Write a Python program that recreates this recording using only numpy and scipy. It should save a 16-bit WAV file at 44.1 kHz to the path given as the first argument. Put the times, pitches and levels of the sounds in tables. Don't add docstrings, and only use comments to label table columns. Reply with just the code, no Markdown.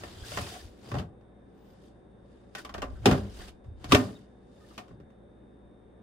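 import sys
import numpy as np
from scipy import signal
from scipy.fft import rfft, irfft
from scipy.io import wavfile
from scipy.ndimage import uniform_filter1d

SR = 44100
rng = np.random.default_rng(int(sys.argv[2]) if len(sys.argv) > 2 else 0)


def transcribe(u):
    v = np.clip(np.atleast_2d(u).T, -1, 1)
    q = np.round(v * 32767).astype(np.int16)
    wavfile.write(sys.argv[1], SR, q)


def boost_factor(decibels):
    exponent = np.asarray(decibels, float) / 20
    return 10 ** exponent


N = 265658


def evened(x):
    return x / np.sqrt(np.mean(x ** 2) + 1e-20)


def read(points, hz):
    f, value = np.transpose(points)
    return np.interp(np.log(hz + 1), np.log(f + 1), value)


def add(mix, start_s, sound):
    part = mix[:, round(start_s * SR):][:, :sound.shape[1]]
    part += sound[:, :part.shape[1]]


def swells(rows, bend, t):
    peak_s, level_db, rise_s, fall_s, control = np.array(rows).T[:, :, None]
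    side_s = np.where(t < peak_s, rise_s, fall_s)
    away = abs(t - peak_s) / np.maximum(side_s, .005)
    gain = boost_factor(np.maximum(level_db - 20 * away ** bend, -200))
    return gain.sum(0), (gain * control).sum(0) / gain.sum(0)


def swell_curve(rows, bend):
    ms = np.arange(0, N / SR, .001)
    return np.interp(np.arange(N) / SR, ms, swells(rows, bend, ms)[0])


def noise(size, same, field_db, patchy_db):
    hop = size // 4
    frames = N // hop + 5
    hz = np.fft.rfftfreq(size, 1 / SR)
    a, b, c, d, patches = rng.standard_normal((frames, len(hz), 5)).T
    patches = uniform_filter1d(patches, size=6, axis=0)
    patches = evened(uniform_filter1d(patches, size=8, axis=1))
    like = np.clip(read(same, hz), -1, 1)[:, None]
    left = a + 1j * b
    right = like * left + np.sqrt(1 - like ** 2) * (c + 1j * d)
    z = np.array([left, right])
    z *= boost_factor(field_db(hz[:, None], np.arange(frames) * size / 4 / SR) + patchy_db * patches)
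    return signal.istft(z, nperseg=size, noverlap=size - hop)[1][:, :N]


# [low_hz, high_hz]
BAND_HZ = [8330, 9300]
BAND_DB = -89


def faint_band():
    band = signal.butter(4, BAND_HZ, "bandpass", fs=SR, output="sos")
    return boost_factor(BAND_DB) * evened(signal.sosfilt(band, rng.standard_normal((2, N))))


# (pitch_hz, relative density_db per Hz)
AIR = [(12, -50.5), (20, -27.5), (53, -4), (123, -12), (146, -10), (193, -4), (255, -6), (388, -7.5),
       (590, -10.5), (642, -17.5), (738, -17), (1350, -28), (1750, -26.5), (1900, -32.5), (2390, -38),
       (3100, -43), (3630, -37.5), (4060, -49.5), (7500, -56.5), (12000, -74), (16000, -64)]
# (pitch_hz, likeness 0..1)
AIR_SAME = [(30, .2), (60, 0.67), (180, 1), (550, 0.24), (1650, 0.044), (15000, 0.067)]
# (pitch_hz, level_db rms about which they waver, before the final channel trim)
HUM = [(59.6, -62.5), (116, -66), (199.2, -65.5), (358, -72), (745, -77)]
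# (pitch_hz, mid-scene level_db rms about which they waver, before the trim)
WHINE = [(3483, -101), (3542, -94), (3601, -98), (3666, -85.5), (3725, -100)]
AIR_DB = -55.5
WHINE_SWELL_DB_PER_S = 0.6


def fridge():
    def field_db(hz, t):
        return read(AIR, hz) + 0 * t
    bed = boost_factor(AIR_DB) * evened(noise(2048, AIR_SAME, field_db, patchy_db=1.2))
    t = np.arange(N) / SR
    for hz, db in HUM:
        drift, waver = uniform_filter1d(rng.standard_normal((2, N)), size=900, axis=1)
        wander = .0008 * hz * np.cumsum(evened(drift)) / SR
        turn = 2 * np.pi * (hz * t + rng.random() + wander)
        offset = [[0], [.5 * rng.standard_normal()]]
        bed = bed + np.sqrt(2) * boost_factor(db + 0.55 * evened(waver)) * np.sin(turn + offset)
    for hz, db in WHINE:
        waver = evened(uniform_filter1d(rng.standard_normal((2, N)), size=6000, axis=1))
        level_db = db + 1.2 * waver + WHINE_SWELL_DB_PER_S * (t - t.mean())
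        bed = bed + np.sqrt(2) * boost_factor(level_db) * np.sin(2 * np.pi * (hz * t + rng.random()))
    return bed


# (pitch_hz, t60_s)
KITCHEN = [(80, .6), (250, 0.44), (800, 0.35), (4000, 0.076), (12000, 0.15)]
# (pitch_hz, likeness 0..1)
NEAR_SAME = [(30, 0.11), (60, 0.88), (130, 1), (300, 0.92), (480, 0.97), (700, 0.1), (2000, 0.18),
             (12000, 0.06)]


def kitchen(x):
    taps = np.zeros((2, SR // 2))
    at = np.arange(200, SR // 2 - 20, 20) + rng.integers(0, 20, (2, (SR // 2 - 201) // 20))
    np.put_along_axis(taps, at, rng.choice([-1., 1.], at.shape), 1)
    hz, t, z = signal.stft(taps, SR, nperseg=512)
    like = np.clip(read(NEAR_SAME, hz), -1, 1)[:, None]
    z[1] = like * z[0] + np.sqrt(1 - like ** 2) * z[1]
    decay = boost_factor(-60 * t / read(KITCHEN, hz)[:, None])
    tail = signal.istft(z * decay, SR, nperseg=512)[1]
    return signal.fftconvolve(x, tail / np.linalg.norm(tail[0]), axes=1)[:, :N]


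# (time_s, pitch_hz, level_db rms before the final channel trim)
SQUEAK = [(1.52, 13324, -102), (1.612, 15300, -83), (1.75, 13300, -83)]


def squeak():
    s, hz, db = np.transpose(SQUEAK)
    t = np.arange(s[0], s[-1], 1 / SR)
    tone = np.sin(2 * np.pi * np.cumsum(np.interp(t, s, hz)) / SR)
    tone = tone * signal.windows.tukey(len(t), .2)
    return s[0], np.sqrt(2) * boost_factor(np.interp(t, s, db)) * tone * np.ones((2, 1))


# (peak_s, level_db before the final channel trim, rise_s, fall_s, resonance_hz)
JOLTS = [(.062, -49.5, 0.26, 0.13, 99), (.226, -40, 0.075, 0.022, 71), (.42, -37, 0.18, 0.12, 105),
         (.658, -44, 0.073, 0.075, 64), (.957, -29.5, 0.067, 0.038, 112), (.99, -31, 0.039, 0.086, 118),
         (1.05, -50, 0.13, 0.11, 111), (2.788, -45, 0.047, 0.06, 60.7), (2.936, -38, 0.23, 0.082, 60),
         (3.02, -41.5, 0.052, 0.062, 68), (3.08, -27.5, 0.024, 0.075, 109.4),
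         (3.126, -24, 0.066, 0.078, 124), (3.256, -40, .2, 0.068, 77.2), (3.42, -45.5, 0.57, 0.23, 55.5),
         (3.668, -38.5, 0.013, 0.19, 66), (3.96, -21.5, 0.074, 0.061, 100),
         (4.055, -44.5, 0.13, 0.068, 101), (4.918, -47.5, 0.031, .1, 111.2),
         (5.025, -50, 0.081, .05, 122.2)]
JOLT_BEND = 0.92


def shelves():
    def field_db(hz, t):
        octaves = np.log2((hz + 1) / swells(JOLTS, JOLT_BEND, t)[1])
        skirts = np.minimum(14 * octaves ** 2, 12 + 9 * abs(octaves))
        return -skirts - 12 * np.maximum(octaves, 0)
    shake = noise(2048, NEAR_SAME, field_db, patchy_db=4.5)
    local = np.sqrt(uniform_filter1d((shake ** 2).mean(0), size=2000))
    return shake / local * swell_curve(JOLTS, JOLT_BEND)


# (pitch_hz, relative density_db per Hz)
RUB = [(180, -32), (300, -2), (418, 6.5), (470, -17.5), (737, 1), (915, -16), (1040, -7.5), (1390, -10.5),
       (1610, -8), (2280, -13.5), (3460, -9), (9090, -16), (16000, -28.5)]
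# (peak_s, level_db before the final channel trim, rise_s, fall_s, dullness_db tilted in below about 2 kHz)
SLIDES = [(.05, -56, 0.71, 0.43, -1.5), (.27, -51.5, 0.045, 0.28, -15), (.38, -46.5, .15, 0.29, -7),
          (.56, -58, .2, .13, -4), (.9, -59.5, .13, 0.063, 2), (.97, -60, 0.062, 0.088, 17.5),
          (1.73, -76.5, .3, 0.31, 4.5), (1.87, -74, 0.089, 0.063, -13.5), (2.33, -83.5, 0.14, 0.24, 13.5),
          (2.59, -52.5, 0.041, 0.053, -2), (2.98, -71, 0.63, 0.18, -4.5), (3.09, -47.5, 0.05, .12, 13.5),
          (3.2, -64.5, 0.16, 0.32, 3.5), (3.42, -54.5, 0.12, 0.078, -5), (3.49, -61, 0.051, .025, -2.5),
          (3.66, -81, .022, 0.07, -13), (3.85, -66, 0.08, .12, 7), (3.93, -41, 0.039, 0.13, -2.5),
          (4.05, -61.5, .12, 0.22, 2), (4.75, -66.5, 0.34, 0.12, -6.5), (4.91, -79.5, 0.22, 0.071, 9.5)]
SLIDE_BEND = 1.48
FAINT_DB, TOP_HZ = -77.5, 12000


def scrape():
    def field_db(hz, t):
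        gain, dull_db = swells(SLIDES, SLIDE_BEND, t)
        faint = 1 / (1 + (gain / boost_factor(FAINT_DB)) ** 4)
        top = 1 / (1 + (TOP_HZ / (hz + 1)) ** 24)
        ringing = sum(1 / (1 + (2 * (hz - f) / (width + 90)) ** 2) for f, width, _ in BASKET)
        dull = dull_db / (1 + (hz / 2000) ** 2)
        return read(RUB, hz) + 5 * np.minimum(ringing, 1) + dull - 25 * faint * top
    band = signal.butter(4, [2500, 12000], "bandpass", fs=SR, output="sos")
    rub = noise(256, NEAR_SAME, field_db, patchy_db=1.6)
    rub /= np.std(signal.sosfilt(band, rub.mean(0)))
    catches = (rng.random(N) < 1500 / SR) * rng.exponential(.12, N)
    rough = 1 + signal.lfilter([1], [1, -np.exp(-1 / (0.0026 * SR))], catches)
    return rub * evened(rough) * swell_curve(SLIDES, SLIDE_BEND)


def chirp(length_s, pitch_hz, width_hz, level_db):
    edges = [pitch_hz - abs(width_hz) / 2, pitch_hz + abs(width_hz) / 2]
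    band = signal.butter(2, edges, "bandpass", fs=SR, output="sos")
    size = round(np.clip(length_s, .005, .2) * SR)
    rub = signal.sosfilt(band, rng.standard_normal((2, SR // 4)))[:, -size:]
    both = evened(rub + .5 * rub[::-1])
    return boost_factor(level_db) * both * signal.windows.tukey(size, .4)


# (start_s, length_s, pitch_hz, width_hz, level_db rms before fades and the final channel trim)
CHIRPS = [(0.128, 0.15, 3300, 250, -64), (0.204, 0.03, 3300, 300, -59), (0.234, 0.03, 1570, 151, -54),
          (.42, .05, 2550, 120, -55), (0.462, 0.015, 1920, 120, -56), (0.505, 0.075, 747, 90, -52.5),
          (0.591, 0.026, 1780, 120, -58), (2.559, 0.053, 1495, 80, -47), (2.553, .05, 1830, 120, -49.5),
          (2.65, 0.014, 3100, 200, -56), (2.826, .018, 2810, 250, -51), (2.949, 0.049, 1430, 400, -62.5),
          (3.395, 0.054, 1716, 309, -57), (4.149, 0.028, 3720, 150.5, -60), (4.56, 0.033, 3580, 151, -76),
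          (4.598, 0.066, 1794, 45, -70.5), (4.606, 0.047, 1226, 35, -68), (4.721, .022, 1210, 100, -69),
          (4.69, 0.094, 2850, 130, -74)]


def chirps():
    track = np.zeros((2, N))
    for start_s, *row in CHIRPS:
        add(track, start_s, chirp(*row))
    return track


# (nominal pitch_hz, width_hz, relative level_db)
BASKET = [(92.7, 25, -7.5), (112, 19, -3), (202, 24, 2), (256.6, 35, 1), (300, 30, -1.5), (380, 53, 1.5),
          (429, 33, 0.5), (549.8, 61, 2), (591.8, 25, 0.5), (640, 45, -3.5), (720, 31, -2), (800, 35, -4.5),
          (1040, 35, -3.5), (1147, 47, 0), (1216, 56, -1.5), (1364, 32, -6.5), (1500, 60, -4),
          (1832, 43, -4.5), (2052, 66, -10.5), (2450, 48, -15.5), (2747, 70, -7.5), (2920, 160, -12),
          (3068, 70, -8), (3640, 90, -8), (4620, 150, -13), (5000, 180, -13)]
# (pitch_hz, relative density_db per Hz)
CRACK = [(350, -33.5), (600, -3), (1330, -1), (1980, -6), (3160, -8), (4110, -13), (5300, -13.5),
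         (6300, -17.5), (10500, -27.5), (12900, -28), (16000, -36)]
RING_S, RING_LONGER_PER_DB = 0.06, 0.012
SPOT_OCTAVES = .28


def blow(knock_db, thud_db, click_db, spot_hz):
    t = np.arange(SR // 3) / SR
    hz, width, db = np.array(BASKET).T[:, :, None]
    low, high = hz < 550, hz > 2200
    chance = rng.standard_normal((4, len(BASKET), 1))
    hz = hz * (1 + .008 * chance[3])
    like = np.clip(read(NEAR_SAME, hz), -1, 1)
    left = boost_factor(2.0 * chance[0]) * np.exp(2j * np.pi * chance[1])
    lag = 1.5 * np.arccos(like) * np.tanh(chance[2])
    ports = np.array([left, left * np.exp(1j * lag)])
    db = db + 10.0 * np.exp(-(np.log2(hz / spot_hz) / SPOT_OCTAVES) ** 2)
    t60 = np.clip(RING_S * (1 - RING_LONGER_PER_DB * (knock_db + 19.5)), .01, .3)
    ring_s = t60 * np.clip(45 / width, .3, 1.25)
    rise = 1 - np.exp(-t / (0.0017 + 0.26 / hz))
    modes = (ports * np.exp(2j * np.pi * hz * t)).real * boost_factor(db - 60 * t / ring_s) * rise
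    thud, knock, tick = ((modes * part).sum(1) for part in (low, ~low & ~high, high))
    bins = np.fft.rfftfreq(len(t), 1 / SR)
    halves = np.array([bins < 2200, bins >= 2200])[:, None]
    colour = boost_factor(read(CRACK, bins)) * halves
    rattle, hiss = irfft(rfft(rng.standard_normal((2, len(t)))) * colour, len(t))
    fade = boost_factor(-60 * t / 0.035) + 0.52 * boost_factor(-60 * t / (2.0 * t60))
    fade = fade * (1 - np.exp(-t / 0.00076))
    thud = thud / abs(thud).max()
    knock = knock / abs(knock).max() + 0.31 * evened(rattle) * fade
    click = 0.75 * tick / abs(tick).max() + 0.69 * evened(hiss) * fade
    return boost_factor(knock_db) * (boost_factor(thud_db) * thud + knock + boost_factor(click_db) * click)


# (start_s, knock_db, thud_db over the knock, click_db over the knock, spot_hz favoured by the struck spot)
BLOWS = [(0.035, -33.5, -4.5, -11, 1830), (0.317, -34.5, -14, -7.5, 653), (0.372, -21.5, -11, -14, 1900),
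         (.386, -32.5, 2.5, -5, 2670), (0.552, -43, -4, -15, 750), (0.916, -30.5, -0.5, -14, 980),
         (0.94, -31.5, 4, -13.5, 720), (0.952, -32.5, -4, -17, 620), (0.984, -38, 3.5, -3, 1500),
         (.995, -34, -3, -12.5, 724), (1.21, -60.5, 7, -13, 617), (2.55, -31, -8.5, -4.5, 1670),
         (2.648, -33.5, -10, -8, 1050), (2.692, -36.5, -13, -11.5, 1025), (2.7401, -35.5, -5.5, -4, 3040),
         (2.746, -29, -7, -21, 581), (2.78, -34, -1.5, -11.5, 377), (2.8188, -29.5, -13.5, -7, 2960),
         (2.825, -27.5, -4, -19, 1050), (2.839, -35.5, 4.5, -19.5, 580), (2.901, -64.5, -2.5, 1, 4430),
         (3.0565, -12.5, -6, -4, 810), (3.0594, -19.5, 11, -5, 388.3), (3.071, -19, 6, -16.5, 216),
         (3.086, -26, 10, -14, 380), (3.111, -20, 2.5, -7.5, 197), (3.124, -23.5, 6, -12, 200),
         (3.395, -43.5, -4, -15, 334), (3.482, -49, -10, 0.5, 376), (3.642, -55.5, 3.5, -14, 600),
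         (3.842, -34.5, 0, -5.5, 302.4), (3.913, -27, -9, -8.5, 1190), (3.92, -9.5, -4, -5, 1179),
         (3.927, -18, 8.5, -8, 300), (3.938, -20.5, 5.5, -9, 450), (3.947, -12.5, -4.5, -4.5, 1947),
         (3.953, -24, 9.5, -12, 240), (4.002, -40, 4, -15, 233), (4.088, -45, 4.5, -32, 210),
         (4.706, -50.5, 2, -22, 1170), (4.778, -35.5, -4, -3, 2350), (4.788, -39.5, 1, -14, 800),
         (4.88, -54.5, -1, -7.5, 5000), (4.906, -52.5, 10.5, -32, 335), (5, -56, 15.5, -12, 309),
         (5.102, -62, 5, -10, 345)]


def blows():
    hits = np.zeros((2, N))
    for start_s, *row in BLOWS:
        add(hits, start_s, blow(*row))
    return hits


def scene():
    near = faint_band() + fridge() + shelves() + scrape() + chirps()
    add(near, *squeak())
    hits = blows()
    mix = hits + boost_factor(-11.5) * kitchen(hits) + near
    return mix * boost_factor([[.4], [-.4]])


def top_cut(x):
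    return signal.sosfilt(signal.butter(12, 16470, fs=SR, output="sos"), x)


def record(dry):
    edge = signal.firwin(511, 15830, window=("kaiser", 9), fs=SR)
    finished = signal.oaconvolve(dry, edge[None], "same")
    return top_cut(finished)


dry = scene()
out = record(dry)
transcribe(out)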